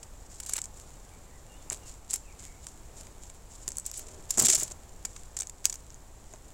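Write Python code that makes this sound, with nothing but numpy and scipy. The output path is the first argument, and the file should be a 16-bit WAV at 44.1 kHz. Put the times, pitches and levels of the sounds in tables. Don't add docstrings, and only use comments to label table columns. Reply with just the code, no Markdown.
import sys
import numpy as np
from scipy import signal
from scipy.fft import rfft, irfft, next_fast_len
from scipy.io import wavfile
from scipy.ndimage import uniform_filter1d

SR = 44100
rng = np.random.default_rng(int(sys.argv[2]) if len(sys.argv) > 2 else 0)


def persist_wave(psi):
    counts = np.round(np.clip(psi, -1, 1) * 32767).astype(np.int16)
    wavfile.write(sys.argv[1], SR, np.atleast_2d(counts).T)


N = 287973
T = np.arange(N) / SR

# start_s, level_db (rms over 10 ms),
# chatter_s (half the time of the chatter's fall to 1/e), woody_low_db, sharp_top_db (both added to the spectrum)
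SHAFT_CLICKS = [(0.0294, -44, 0.0036, 4.5, 1), (0.4006, -37.5, 0.0022, 5.5, 8), (0.434, -44, .0017, 6, 0),
                (0.462, -39.5, 0.003, 4, 7), (0.4943, -35, .0024, 7, 9), (0.535, -26, 0.0015, 0, 7.5),
                (0.556, -39, .006, 17, 2), (0.5653, -32, 0.0025, 5, 7), (0.5796, -36.5, 0.0032, 17.5, 3),
                (0.5864, -36.5, 0.0024, 12, 3), (0.6171, -33.5, 0.00019, 2, 0),
                (0.6396, -39, 0.0039, -2, -3), (0.6557, -42, 0.00054, -1, -5),
                (1.7003, -30.5, 0.00043, -2, 2), (1.7212, -37, 0.004, 10, 4),
                (1.7293, -35, 0.0015, 10.5, 6), (2.1074, -33, 0.0021, -5, 2),
                (2.1336, -31.5, 0.00055, 3, 7), (2.1384, -26, 0.0023, -1, 5), (2.158, -35, 0.0017, 2, 11),
                (2.668, -40.5, 0.0009, 3, -3), (3.0693, -52.5, .0005, 14, -6),
                (3.2995, -47.5, 0.00068, 11, 0), (3.6788, -30.5, 0.00095, 5, 6),
                (3.6876, -35.5, 0.0012, 0, 6), (3.7049, -45, .001, 8, -3), (3.719, -40, 0.00034, -4, -8),
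                (3.77, -35.5, 0.00055, -10, 4), (3.7835, -32.5, 0.00059, 0, 4),
                (3.798, -40, 0.00023, -8, -6), (3.863, -32, 0.0024, -10, 9), (3.9146, -40.5, 0.00049, 3, 8),
                (3.9725, -36, 0.0065, -19, 3), (3.992, -41, 0.0023, -11, 19),
                (4.3057, -24.5, 0.0028, -1, 8), (4.3738, -28.5, 0.0021, -7, -2),
                (4.3805, -24.5, 0.003, -1, 3), (4.391, -23.5, 0.0028, -3, 0),
                (4.3954, -19, 0.0041, -0.5, 7), (4.4213, -23.5, 0.0036, -5, 11),
                (4.4509, -23.5, 0.0034, -3, 11), (4.4565, -26, 0.0044, -12, 13),
                (4.4953, -22, 0.014, -3, 6), (4.5238, -27.5, 0.0061, 6, -3), (4.5474, -22, 0.0038, -1, 9),
                (4.5777, -29.5, 0.016, 4.5, 7), (4.5982, -31, 0.0026, -2, 9), (4.608, -29.5, 0.014, 5.5, 2),
                (4.6318, -28, 0.0026, -9, 8), (4.7113, -43, 0.0032, 2, -8), (4.7178, -41, 0.0022, -1, 0),
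                (5.051, -30.5, 0.0029, 4.5, 2), (5.1628, -45, 0.0026, 13, -5), (5.3667, -32, 0.0035, 4, -2),
                (5.3892, -35.5, 0.00053, -4, 5), (5.401, -37, 0.0015, 0, -3),
                (5.4052, -30, 0.0021, -4.5, -4), (5.4193, -37, 0.0015, 6, -1),
                (5.4303, -42.5, 0.0024, 8, 3), (5.471, -41, 0.00042, -7, -2),
                (5.4961, -40.5, 0.0012, 1.5, 3), (5.6429, -38.5, 0.01, 10, 7),
                (5.6548, -19, 0.00033, 1.5, 4), (5.697, -31.5, 0.0026, 1, 3), (5.726, -36, 0.0019, 2, 0),
                (5.7414, -41.5, 0.00035, -1, 6), (5.7555, -43, .0016, -3, 1), (5.904, -51, .0003, 8, 3),
                (5.944, -50, .0003, 2, 4), (6.337, -49.5, 0.001, -1, -1)]
# pitch_hz, level_db (relative)
CLICK_SPECTRUM = [(100, -32.5), (400, -27), (1000, -22), (2300, -19.5), (3200, -20), (4500, -15.5),
                  (5800, -7), (6700, -0.5), (7300, 4), (7900, -2), (8700, -9), (10500, -17), (13000, -25.5),
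                  (16000, -28)]
# time_s, brightest_pitch_hz
CLICK_PITCH = [(3.9, 7670), (4.4, 7380), (5.45, 7300), (5.68, 7000), (5.73, 7150)]
# start_s, length_s (until the release), level_db (of the effort)
SLIDING_STROKES = [(0.29, 0.19, -61), (0.462, 0.095, -47.5), (0.745, 0.091, -60), (1.7, 0.032, -47),
                   (1.85, 0.061, -52), (2.09, 0.064, -44.5), (2.38, 0.087, -55), (2.61, 0.11, -61),
                   (2.965, 0.035, -51.5), (3.2, 0.046, -61.5), (3.48, 0.29, -62.5), (3.848, 0.032, -48.5),
                   (3.92, 0.1, -51.5), (4.04, 0.082, -58), (4.29, 0.054, -45), (4.395, 0.023, -29),
                   (4.427, 0.042, -24.5), (4.482, 0.052, -27.5), (4.55, 0.013, -31), (4.575, 0.089, -46),
                   (5.05, 0.19, -64.5), (5.365, 0.042, -56), (5.63, 0.12, -61)]
# pitch_hz, level_db (relative)
SCRAPE_SPECTRUM = [(200, -19), (1000, -25.5), (2300, -17), (3500, -14), (5000, -9), (6300, -3), (7300, 4),
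                   (8000, -1.5), (8800, -7.5), (10500, -18), (13000, -22), (16000, -50)]
# pitch_hz, level_db (relative)
FEATHER_SPECTRUM = [(800, -14), (3300, -3), (5500, -4.5), (7300, 7.5), (15000, -17)]
# pitch_hz, level_db (relative), t60_s
SHAFT_MODES = [(1840, -4, 0.12), (2270, 4.5, 0.092), (2890, -5, 0.14), (3880, -24, .04), (4840, 0, 0.058),
               (5500, 2.5, 0.072), (6920, 0.5, 0.041), (7370, -6.5, 0.34), (7970, -3, 0.2),
               (9650, 5, 0.091)]
# start_s, peak_db (of the chirp alone), travel_s (of its 1 kHz wave)
SHAFT_FLEXES = [(0.5816, -39, 0.002), (0.586, -50, .0015), (1.7003, -40.5, .012), (5.0494, -35, 0.00187),
                (5.6543, -32.5, .001)]
# start_s, peak_db
LEATHER_KNOCKS = [(1.718, -34), (2.139, -42.5), (3.68, -37.5), (4.375, -28), (4.381, -26), (4.391, -24.5),
                  (4.413, -25.5), (4.422, -24.5), (4.434, -26), (4.487, -30.5), (4.538, -34), (4.577, -36),
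                  (4.625, -32), (4.712, -38), (6.337, -39)]
# start_s, length_s (until the release), level_db (of the effort)
TIP_DRAGS = [(3.97, 0.23, -49.5), (4.374, 0.084, -36), (4.484, 0.027, -40), (4.52, 0.12, -52)]
# pitch_hz, level_db (relative), t60_s
QUIVER_MODES = [(139, 1, 0.044), (230.6, -5.5, 0.11), (293, -3, 0.036), (379, 3.5, 0.036),
                (615, -0.5, 0.059), (830, -3, 0.0081), (1060, -11, 0.0053)]
# start_s, length_s, start_hz, middle_hz, end_hz, peak_db (before echoes)
BIRD_WHISTLES = [(1.097, 0.079, 2230, 2280, 2230, -64), (1.264, 0.15, 1940, 2000, 1960, -64),
                 (1.472, .12, 3000, 2800, 3130, -61), (1.545, .09, 3400, 3540, 3370, -66.5),
                 (1.8, 0.085, 2960, 2810, 2610, -63), (2.235, .073, 2790, 2630, 2980, -63),
                 (2.267, 0.08, 2680, 2340, 2200, -61), (2.35, .27, 2310, 2190, 2290, -65)]
# middle_hz, warble (share of the pitch)
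WARBLE_DEPTH = [(2200, 0.0437), (2700, 0.0055)]
# (relative, per hz)
AIR_SPECTRUM = [(15, -1.5), (28, 1.5), (42, -1.5), (62, -3.5), (110, -11.5), (220, -19), (450, -20.5),
                (850, -21.5), (1400, -29.5), (3000, -36), (5000, -37.5), (6400, -34), (7400, -28),
                (9200, -38.5), (15000, -44)]

FIDGET_DB = -65.5
USUAL_STROKE_DB = -50
ATTACK_S, RELEASE_S = 0.012, 0.024
HASTE = 0.46
AIR_DB = -48.5
TOP_HZ = 15800


def taps(first_hit=1.1, after_db=-21, after_s=0.0088, travel_s=0.001014, size=4096):
    out = np.zeros(N)
    t = np.arange(size) / SR
    hz, click_db = np.transpose(CLICK_SPECTRUM)
    woody = np.interp(hz, [2800, 6000], [1, 0])
    sharp = np.interp(hz, [7900, 11000], [0, 1])
    f = np.fft.rfftfreq(size, 1 / SR)
    late = np.exp(-2j * np.pi * travel_s * 2400 * (1 - np.exp(-f / 2400)))
    tail = undb(after_db) * np.exp(-t / after_s)
    for start_s, level_db, chatter_s, low_db, top_db in SHAFT_CLICKS:
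        grains = rng.choice([-1, 1], size) * (rng.random(size) < .5)
        chatter = np.exp(-(t / (2 * chatter_s)) ** 2)
        force = grains * (chatter + tail)
        force[0] += first_hit
        bright_hz = np.interp(start_s, *np.transpose(CLICK_PITCH))
        shifted_hz = hz * bright_hz / hz[np.argmax(click_db)]
        tilted_db = click_db + low_db * woody + top_db * sharp
        click = colour(irfft(rfft(force) * late), np.transpose([shifted_hz, tilted_db]))
        rms_10ms = np.linalg.norm(click) / np.sqrt(SR / 100)
        add(out, start_s, click * undb(level_db) / rms_10ms)
    return out


def slide(catch_db=2.5, brush_db=-8, brush_top_db=-55, tick_db=-4, tick_top_db=-46):
    push = effort(SLIDING_STROKES) + undb(FIDGET_DB)
    rub = friction(push, rate=4000, spread_db=5.5) * undb(catch_db * walk(130))
    scrape = colour(rub, SCRAPE_SPECTRUM) / power_gain(SCRAPE_SPECTRUM)
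    brush_push = np.minimum(push * undb(brush_db), undb(brush_top_db))
    tick_push = np.minimum(push * undb(tick_db), undb(tick_top_db))
    brush = friction(brush_push, rate=2500, spread_db=5.5)
    ticks = friction(tick_push, rate=80, spread_db=6)
    feathers = colour(brush + ticks, FEATHER_SPECTRUM) / power_gain(FEATHER_SPECTRUM)
    return scrape + feathers


def flexes(ring_db=-12, size=2048):
    out = np.zeros(N)
    khz = np.fft.rfftfreq(size, 1 / SR) / 1000
    band = khz / (.5 + khz) / (1 + (khz / 2.54) ** 4)
    for start_s, peak_db, travel_s in SHAFT_FLEXES:
        lag = 4000 * np.pi * travel_s * np.sqrt(khz)
        chirp = irfft(band * np.exp(-1j * lag))
        add(out, start_s, undb(peak_db) * chirp / np.abs(chirp).max())
    return out + undb(ring_db) * excite(out, ring(SHAFT_MODES))


def quiver(soft_hz=1300, crumple_s=0.0052, size=4096):
    out = np.zeros(N)
    t = np.arange(size) / SR
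    soften = signal.butter(1, soft_hz, fs=SR, output="sos")
    body = signal.sosfilt(soften, ring(QUIVER_MODES))
    for start_s, peak_db in LEATHER_KNOCKS:
        crumple = 0.17 * rng.standard_normal(size) * np.exp(-t / crumple_s)
        knock = excite(signal.unit_impulse(size) + crumple, body)
        add(out, start_s, undb(peak_db) * knock / np.abs(knock).max())
    drag = excite(friction(effort(TIP_DRAGS), rate=3000, spread_db=1), body)
    return out + colour(drag, [(120, -12), (240, -7.0), (400, -2), (900, -7.5), (3000, 1.0)])


def effort(strokes):
    out = np.zeros(N)
    for start_s, length_s, level_db in strokes:
        speed = undb(HASTE * (level_db - USUAL_STROKE_DB))
        rise = np.clip((T - start_s) * speed / ATTACK_S, 0, 1)
        fall = np.exp(-np.maximum(T - start_s - length_s, 0) * speed / RELEASE_S)
        out = np.maximum(out, undb(level_db) * rise * fall)
    return out


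def friction(gain, rate, spread_db):
    sizes = undb(spread_db * np.minimum(rng.exponential(size=N), 3))
    slips = (rng.random(N) < rate / SR) * rng.choice([-1, 1], N) * sizes
    return unit(slips) * gain


def ring(modes, size=4096):
    t = np.arange(size) / SR
    y = np.zeros(size)
    for pitch_hz, level_db, t60_s in modes:
        decay = np.exp(-np.log(1000) * t / t60_s)
        y += undb(level_db) * np.cos(2 * np.pi * pitch_hz * t) * decay
    return y / np.linalg.norm(y)


def excite(x, response):
    return signal.fftconvolve(x, response)[:len(x)]


def echoes(x, t60_s, size):
    tail = rng.standard_normal(size) * np.exp(-np.log(1000) * np.arange(size) / SR / t60_s)
    return excite(x, tail / np.linalg.norm(tail))


def bird(echo_t60_s=0.77, echo_db=-5, size=32768):
    out = np.zeros(N)
    wobble = walk(140)
    for start_s, length_s, start_hz, middle_hz, end_hz, peak_db in BIRD_WHISTLES:
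        u = np.linspace(0, 1, int(length_s * SR))
        arch = np.polyval(np.polyfit([0, .5, 1], [start_hz, middle_hz, end_hz], 2), u)
        depth = np.interp(middle_hz, *np.transpose(WARBLE_DEPTH))
        pitch_hz = arch * (1 + depth * wobble[int(start_s * SR):][:len(u)])
        whistle = np.sin(2 * np.pi * np.cumsum(pitch_hz) / SR)
        add(out, start_s, undb(peak_db) * np.sin(np.pi * u) * whistle)
    return out + undb(echo_db) * echoes(out, echo_t60_s, size)


def air(gust_db=0.5, sway_db=1.15):
    hush = unit(colour(rng.standard_normal(N), AIR_SPECTRUM))
    rumble = signal.sosfilt(signal.butter(1, 90, fs=SR, output="sos"), hush)
    gusts = rumble * undb(gust_db * walk(6.1))
    hiss = (hush - rumble) * undb(sway_db * walk(3.15))
    return undb(AIR_DB) * (gusts + hiss)


def walk(rate):
    k = int(SR / rate)
    steps = np.repeat(rng.standard_normal(N // k + 1), k)
    return 1.75 * uniform_filter1d(steps, k)[:N]


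def colour(x, points):
    hz, db = np.transpose(points)
    f = np.maximum(np.fft.rfftfreq(2 * next_fast_len(len(x)), 1 / SR), 1)
    log_gain = np.log(undb(np.interp(np.log(f), np.log(hz), db)))
    cepstrum = irfft(log_gain)
    cepstrum[1:len(f) - 1] *= 2
    cepstrum[len(f):] = 0
    response = np.exp(rfft(cepstrum))
    return irfft(rfft(x, len(cepstrum)) * response)[:len(x)]


def power_gain(points, size=2048):
    return np.linalg.norm(colour(signal.unit_impulse(size), points))


def undb(db):
    return 10 ** (np.asarray(db) / 20)


def unit(x):
    return x / np.sqrt(np.mean(x ** 2))


def add(out, start_s, x):
    i = max(int(start_s * SR), 0)
    out[i:i + len(x)] += x[:N - i]


def scene(ring_db=-22, scatter_db=-26, scatter_t60_s=0.23, size=16384):
    contacts = taps() + slide()
    ringing = undb(ring_db) * excite(contacts, ring(SHAFT_MODES))
    near = contacts + ringing + flexes() + quiver()
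    scatter = undb(scatter_db) * echoes(near, scatter_t60_s, size)
    return (near + scatter + bird() + air())[None]


def record(dry):
    return signal.sosfilt(signal.ellip(8, .2, 70, TOP_HZ, fs=SR, output="sos"), dry)


dry = scene()
out = record(dry)
persist_wave(out)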